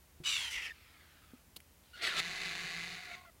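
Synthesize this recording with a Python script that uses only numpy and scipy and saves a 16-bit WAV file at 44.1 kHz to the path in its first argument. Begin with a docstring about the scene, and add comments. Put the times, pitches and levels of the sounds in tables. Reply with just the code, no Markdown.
"""Vultures squabble at a carcass on an open, echoless plain. After a soft thump, one forces air through its
throat in a harsh hiss that darkens as the throat closes, then surges again. A faint hiss follows further
back, with a thump and dry snaps. Near 2 s a second hiss breaks into a long rasp, a slack membrane
fluttering over a low growl, and runs out in a brief flare and thin squeals.
Faint air and a low distant drone lie under it all."""
import sys
import numpy as np
from scipy import signal
from scipy.fft import rfft, irfft
from scipy.io import wavfile

SR = 44100
rng = np.random.default_rng(int(sys.argv[2]) if len(sys.argv) > 2 else 0)


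def store_pcm(level_fs):
    """Save levels as 16-bit WAV."""
    pcm = np.round(np.clip(level_fs, -1, 1) * 32767).astype(np.int16)
    wavfile.write(sys.argv[1], SR, np.atleast_2d(pcm).T)


N = 149940
T = np.arange(N) / SR
FRAMES = dict(nperseg=768, noverlap=576)
SPUTTER_DB = 1.0

# First hiss: t/s, level/dB, throat closure/0-1
SCREECH_CONTOUR = [(.239,-48,0.63),(.25,-42,0.2),(.268,-33,0.14),(.297,-33,.1),(.352,-34.5,0.25),(.385,-36.5,0.5),(.445,-38,0.77),(.49,-42,0.85),(.52,-46,0.94)]
# First throat, spectrum: f/Hz, gain/dB
FIRST_THROAT = [(100,-29),(900,-23),(1700,-15),(2300,-10),(3600,-14),(7000,-17.5),(11000,-21.5),(14000,-31)]
# Its modes: f open/Hz, f closed/Hz, width/Hz, level open/dB, level closed/dB
SCREECH_MODES = [(1330,850,300,-14.5,-19.5),(1630,1400,180,-15.5,-9.5),(2400,1880,510,-1.5,0.5),(2966,2540,300,3,-3.5),(3960,2900,340,-2.5,1),(4660,4150,1200,-7,-4),(5750,5900,870,-4,-13.5),(7440,7200,940,-8.5,-14.5),(9600,9100,1200,-15.5,-15)]

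def screech(air_db=-6, wander=.016, wander_hz=45):
    """A sputtering jet rings throat modes, which waver and mostly sink as the throat closes."""
    db, closure = curve(SCREECH_CONTOUR)
    air = amp(air_db) * unit(colour(noise(), FIRST_THROAT))
    power = amp(air_db) ** 2
    for open_hz, closed_hz, width_hz, open_db, closed_db in SCREECH_MODES:
        hz = (open_hz + (closed_hz - open_hz) * closure) * (1 + wander * drift(wander_hz))
        gain = amp(open_db + (closed_db - open_db) * closure)
        air += gain * band(noise(), hz, width_hz)
        power += gain ** 2
    f, t, spectra = signal.stft(air / np.sqrt(power), SR, **FRAMES)
    age_s = np.clip(t - SCREECH_CONTOUR[0][0], 0, 1)
    rippled = from_spectra(spectra * amp(ripple_db(f[:, None], age_s)))
    return rippled * amp(db + SPUTTER_DB * drift(280)) * gate(SCREECH_CONTOUR)


def hiss(contour, throat, rings, sag_per_s, peak_db, half_width_hz):
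    """Sputtering air through a throat: one moving peak, sliding ripples, rings sinking at sag_per_s."""
    jet = noise() * amp(SPUTTER_DB * drift(250))
    f, t, spectra = signal.stft(jet, SR, **FRAMES)
    f = f[:, None]
    _, peak_hz, treble_db = curve(contour, t)
    age_s = np.clip(t, contour[0][0], contour[-1][0]) - contour[1][0]
    throat_db = spectrum_db(throat, f) + rings_db(rings, f * np.exp(sag_per_s * age_s))
    formant_db = rings_db([(peak_hz, half_width_hz, peak_db)], f)
    shelf_db = (treble_db + 9) / (1 + (4000 / (f + 1)) ** 6)  # flat at treble = -9 dB
    gain = amp(throat_db + formant_db + ripple_db(f, age_s) + shelf_db)
    air = from_spectra(spectra * gain / np.linalg.norm(gain, axis=0))
    return air * amp(curve(contour)[0]) * gate(contour)


def ripple_db(hz, age_s, depth_db=5.44, sag_per_s=1.0):
    """Fine random peaks and notches of the throat slide down as the call ages."""
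    ripples = rng.uniform(-depth_db, depth_db, 400)
    return np.interp(hz * np.exp(sag_per_s * age_s), np.linspace(0, SR, 400), ripples)


# Surge of the first hiss: t/s, level/dB, peak f/Hz, treble/dB
SURGE_CONTOUR = [(.508,-49.5,2500,5),(.525,-40,2580,-4.5),(.558,-39,2840,-13),(.59,-40,2400,-15),(.61,-43,2240,-12.5),(.662,-40.5,2430,-12.5),(.70,-47,2000,-21),(.716,-57,1880,-8)]
# Its resonances: f/Hz, half width/Hz, gain/dB
SURGE_RINGS = [(2090,100,8),(2910,120,6.5),(4750,200,3),(5700,410,8)]

def surge():
    """A second push of air through the first throat; its resonances sink fast."""
    return hiss(SURGE_CONTOUR, FIRST_THROAT, SURGE_RINGS, sag_per_s=.65, peak_db=10.5, half_width_hz=740)


# Second hiss: t/s, level/dB, peak f/Hz, treble/dB
SECOND_CONTOUR = [(1.835,-72.5,3300,-14),(1.93,-70,2600,-1),(1.97,-53.5,1460,-9),(2.01,-48,1930,-19),(2.022,-38.5,2000,-11),(2.04,-33,2310,-9),(2.075,-34,1960,-10),(2.11,-39.5,1550,-15.5),(2.155,-42,1410,-13),(2.18,-33.5,1300,-9),(2.2,-33,1600,-4),(2.212,-54,1800,-24)]
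# Second throat, spectrum: f/Hz, gain/dB
SECOND_THROAT = [(100,-24),(400,-10),(900,-15.5),(1500,-5.5),(2000,-1.5),(2800,-2.5),(3150,-3.5),(3700,1),(4500,-5),(5300,-8.5),(9500,-16.5),(15000,-31)]
# Its resonances: f/Hz, half width/Hz, gain/dB
SECOND_RINGS = [(718,37,14),(1436,43,11.5),(4510,280,6)]

def second_hiss():
    """Air through the second throat, leading into the rasp; its resonances sink slowly."""
    return hiss(SECOND_CONTOUR, SECOND_THROAT, SECOND_RINGS,
                sag_per_s=.25, peak_db=8.5, half_width_hz=350)


# Membrane flutter: t/s, level/dB, rate/Hz, roughness/0-1
FLUTTER_CONTOUR = [(2.08,-43.5,200,0.65),(2.16,-41.5,260.2,0.67),(2.185,-40.5,375,0.54),(2.199,-32.5,327.8,0.46),(2.21,-38.5,165.8,0),(2.28,-39,166.3,0.08),(2.36,-42.5,200.6,0.63),(2.42,-40.5,228.7,0.57),(2.48,-39,172.4,0.23),(2.56,-41,173.8,0.39),(2.83,-41.5,167.5,0.18),(2.94,-45,166.7,.4),(3.02,-50.5,175.3,0.81),(3.148,-52.5,259.3,0.99),(3.162,-56,252.3,0.97),(3.22,-65,255.5,0.88),(3.3,-72,266,0.92)]
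# Rasping throat, spectrum: f/Hz, gain/dB
FLUTTER_THROAT = [(100,-22.5),(166,-11),(270,-22.5),(400,-11),(570,-25.5),(900,-21),(1500,-11),(2100,-5.5),(2550,-5.5),(3200,-16.5),(3650,-7.5),(4400,-9.5),(5400,-20.5),(6600,-18),(8800,-29.5),(15500,-40.5)]
# Its resonances: f/Hz, half width/Hz, gain/dB
FLUTTER_RINGS = [(724,67,13.4),(1110,29,8.4),(1687,20,7.4),(2040,65,7.5),(2985,43,7.4),(9870,310,8.1)]

def rasp(jitter=.3, strays_per_s=310, puff_cycles=.78):
    """A slack membrane slaps unevenly; each slap and its puff of air ring the throat."""
    db, hz, roughness = curve(FLUTTER_CONTOUR)
    cycles = np.cumsum(hz * np.exp(jitter * roughness * drift(150))) / SR
    sizes = amp(-np.clip(noise(), -2, 1.5))
    slaps = np.diff(np.floor(cycles), prepend=0) * sizes / np.sqrt(hz)
    strays = (rng.random(N) < strays_per_s / SR) * sizes * np.sqrt(abs(roughness))
    puffs = noise() * (.52 + np.exp(-(cycles % 1) / puff_cycles))
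    slap_gain, stray_gain, puff_gain = amp([-5.5, -3, -5])
    fade = amp(np.interp(T, [2.9, 3.12], [0, -8]))  # slaps give way to air
    drive = fade * (slap_gain * unit(slaps) + stray_gain * unit(strays)) + puff_gain * unit(puffs)
    drive /= np.sqrt(fade ** 2 * (slap_gain ** 2 + stray_gain ** 2) + puff_gain ** 2)
    return unit(colour(drive, FLUTTER_THROAT, FLUTTER_RINGS)) * amp(db) * gate(FLUTTER_CONTOUR)


# Hardest membrane slaps: t/s, drive level/dB
SLAP_HITS = [(2.176,-9),(2.186,0),(2.196,-1),(3.0558,-11.5)]

def hard_slaps():
    """Single slaps crack out of the rasp and ring the same throat."""
    impulses = np.zeros(N)
    for start_s, db in SLAP_HITS:
        add(impulses, start_s, amp([db]))
    return colour(impulses, FLUTTER_THROAT, FLUTTER_RINGS)


# Last flare of the rasp: t/s, level/dB, peak f/Hz, treble/dB
FLARE_CONTOUR = [(3.098,-56,2250,-14),(3.125,-50,2200,-9),(3.153,-46.5,2205,-8)]

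def flare():
    """Air swells through the rasping throat and is cut short."""
    return hiss(FLARE_CONTOUR, FLUTTER_THROAT, [], sag_per_s=0, peak_db=10.5, half_width_hz=440)


# Flutter fundamental: t/s, level/dB
GROWL_CONTOUR = [(2.14,-68),(2.2,-56.5),(2.27,-55.5),(2.34,-67.5),(2.41,-65),(2.48,-55),(2.57,-63),(2.66,-53),(2.7,-70),(2.75,-57),(2.93,-57.5),(3.02,-77)]

def growl(hz=169.8, wobble=.017):
    """The flutter's low fundamental wavers under the rasp."""
    return sine(hz * (1 + wobble * drift(25.2))) * amp(curve(GROWL_CONTOUR)[0]) * gate(GROWL_CONTOUR)


# Throat whistles: t/s, length/s, level/dB, f/Hz, fall/0-1, harmonic 2/dB, 3/dB, 4 and 5/dB
SQUEAL_NOTES = [(0.699,0.026,-51.5,1812,0.02,-13,-30,-40),(1.931,0.034,-57,1450,0.01,-3,-11,-26),
                (2.961,0.16,-63,728.5,0.04,-1,4,-22),(3.104,0.057,-59.5,710,0.05,-3,7,-17),(3.144,0.125,-66,727,.025,-8,-24,-31),(3.143,0.12,-64,1078,0,-4.5,-17,-29),(3.251,0.056,-64.5,704,.11,-0.5,-2,-15)]

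def squeals(edge_s=.0048, wobble_depth=.021, flicker_depth=.42):
    """The narrowed throat whistles; most notes sag as the air runs out."""
    out = np.zeros(N)
    wobble, flicker = 1 + wobble_depth * drift(350), 1 + flicker_depth * drift(140)
    for start_s, length_s, db, hz, fall, second_db, third_db, upper_db in SQUEAL_NOTES:
        t = np.arange(0, length_s, 1 / SR)
        pitch_hz = hz * (1 - fall * (t / length_s) ** 2) * np.interp(start_s + t, T, wobble)
        phase = 2 * np.pi * np.cumsum(pitch_hz) / SR
        gains = amp([0, second_db, third_db, upper_db, upper_db])
        tone = sum(gain * np.sin(k * phase) for k, gain in enumerate(gains, 1))
        envelope = np.clip(np.minimum(t, length_s - t) / edge_s, 0, 1)
        envelope *= np.interp(start_s + t, T, flicker)
        add(out, start_s, np.sqrt(2) * amp(db) * envelope * tone)
    return out


# Soft bumps: t/s, level/dB, f/Hz, t60/s
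THUMP_HITS = [(.202,-43,154,0.091),(.203,-51,356,0.16),(0.449,-56.5,63.5,0.34),(0.562,-53,53.6,0.28),(1.335,-43.5,251,0.063)]

def thumps(rise_s=.00076):
    """Dull, heavily damped bumps with a slight scuff."""
    out, t = np.zeros(N), np.arange(SR // 4) / SR
    for start_s, db, hz, t60_s in THUMP_HITS:
        scuff = .3 * band(noise(len(t)), hz, width_hz=hz)
        envelope = amp(db - 60 * t / t60_s) * np.minimum(t / rise_s, 1)
        add(out, start_s, envelope * (np.sin(2 * np.pi * hz * t) + scuff))
    return out


# Dry snaps: t/s, level/dB, f/Hz, t60/s
SNAP_HITS = [(1.562,-49,3540,0.017),(1.5647,-40,3640,0.025),(1.57,-42.5,4250,0.017),(1.603,-49,2470,0.016)]
# Crack spectrum: f/Hz, gain/dB
CRACK_SPECTRUM = [(200,7),(2400,-11.5),(3200,-1),(7000,-2),(11000,0),(16000,-5)]

def snaps(crack_db=-3, ring_db=-3):
    """Short bright cracks, each with one broad resonance."""
    out, t = np.zeros(N), np.arange(SR // 8) / SR
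    for start_s, db, hz, t60_s in SNAP_HITS:
        burst = noise(len(t))
        ring = amp(ring_db) * band(burst, hz, width_hz=1500)
        crack = amp(crack_db) * unit(colour(burst, CRACK_SPECTRUM))
        add(out, start_s, (crack + ring) * amp(db - 60 * t / t60_s))
    return out


# Distant hiss: t/s, level/dB, peak f/Hz, treble/dB
DISTANT_CONTOUR = [(.72,-63.5,2720,-12),(1.0,-65,2030,-16),(1.28,-68,1501,-15),(1.42,-74.5,1300,-19)]
# Distant throat, spectrum: f/Hz, gain/dB
DISTANT_THROAT = [(600,-25),(1300,-6.5),(2900,-3.5),(5000,-5.5),(10000,-36)]
# Its resonance: f/Hz, half width/Hz, gain/dB
DISTANT_RINGS = [(1280,43,8.5)]

def distant_hiss():
    """Faint air through a throat further back; its main peak falls."""
    return hiss(DISTANT_CONTOUR, DISTANT_THROAT, DISTANT_RINGS,
                sag_per_s=0, peak_db=5.5, half_width_hz=830)


# Open air, spectrum: f/Hz, gain/dB
AIR_SPECTRUM = [(29, -3), (50, 4.5), (416, -13), (837, -15), (1170, -17.5), (2190, -18), (4000, -21.5),
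                (15800, -21.5)]

def open_air(level_db=-64, low_cut_hz=42):
    """Faint, even air over the plain."""
    f = np.fft.rfftfreq(N, 1 / SR)
    gain = amp(spectrum_db(AIR_SPECTRUM, f)) / (1 + (low_cut_hz / (f + 1)) ** 10)
    return amp(level_db) * unit(irfft(rfft(noise()) * gain, N))


# Distant drone: t/s, f/Hz, level/dB
DRONE_CONTOUR = [(0,69.5,-76),(.55,82,-69.5),(1.2,76,-72),(3.4,88,-75.5)]

def drone(wobble=.02):
    """A low wavering tone, like a far engine."""
    hz, db = curve(DRONE_CONTOUR)
    return sine(hz * (1 + wobble * drift(8.7))) * amp(db + drift(2))


def amp(db):
    """Decibels to gain."""
    return 10 ** (np.asarray(db) / 20)


def unit(x):
    """Scales to rms 1."""
    return x / np.sqrt(np.mean(x ** 2) + 1e-20)


def noise(samples=N):
    """White noise, rms 1."""
    return rng.standard_normal(samples)


def sine(hz):
    """Sine of moving pitch, rms 1."""
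    return unit(np.sin(2 * np.pi * np.cumsum(hz) / SR))


def drift(rate_hz):
    """Smooth random motion, rms 1."""
    f = np.fft.rfftfreq(N, 1 / SR)
    return unit(irfft(rfft(noise()) * np.exp(-(f / rate_hz) ** 2), N))


def curve(rows, t=T):
    """Columns of a timed table at times t."""
    times_s, *columns = np.transpose(rows)
    return [np.interp(t, times_s, column) for column in columns]


def gate(rows, fade_s=.004):
    """1 while a timed table lasts, fading outside its ends."""
    return np.clip(np.minimum(T - rows[0][0], rows[-1][0] - T) / fade_s + 1, 0, 1)


def add(mix, start_s, sound):
    """Mixes a sound in at start_s."""
    part = mix[round(start_s * SR):][:len(sound)]
    part += sound[:len(part)]


def spectrum_db(points, hz):
    """Spectrum interpolated over log frequency."""
    f, db = np.transpose(points)
    return np.interp(np.log(hz + 1), np.log(f), db)


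def rings_db(rings, hz):
    """Sum of resonant peaks."""
    return sum(db / (1 + ((hz - centre) / half_width) ** 2) for centre, half_width, db in rings)


def colour(x, points, rings=()):
    """Minimum-phase filter with the given spectrum and resonances."""
    hz = abs(np.fft.fftfreq(4096, 1 / SR))
    log_gain = np.log(amp(spectrum_db(points, hz) + rings_db(rings, hz)))
    taps = np.fft.ifft(np.exp(np.conj(signal.hilbert(log_gain)))).real[:2048]
    return signal.oaconvolve(x, taps)[:len(x)]


def band(x, hz, width_hz):
    """Two passes through a fixed or moving resonance, rms 1."""
    carrier = np.exp(2j * np.pi * np.cumsum(hz * np.ones(len(x))) / SR)
    pole = np.exp(-np.pi * width_hz / SR)
    for _ in range(2):
        x = (carrier * signal.lfilter([1 - pole], [1, -pole], x / carrier)).real
    return unit(x)


def from_spectra(spectra):
    """Short-time spectra to sound, rms 1."""
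    return unit(signal.istft(spectra, **FRAMES)[1][:N])


def scene():
    """All sources, the same in both channels."""
    hisses = screech() + surge() + second_hiss() + flare() + distant_hiss()
    birds = hisses + rasp() + hard_slaps() + growl() + squeals()
    mono = birds + thumps() + snaps() + open_air() + drone()
    return np.array([mono, mono])


def record(dry):
    """Steep low-pass at 16050 Hz."""
    taps = signal.firwin(511, 16050, window=("kaiser", 9), fs=SR)
    return signal.oaconvolve(dry, taps[None], "same")


dry = scene()
out = record(dry)
store_pcm(out)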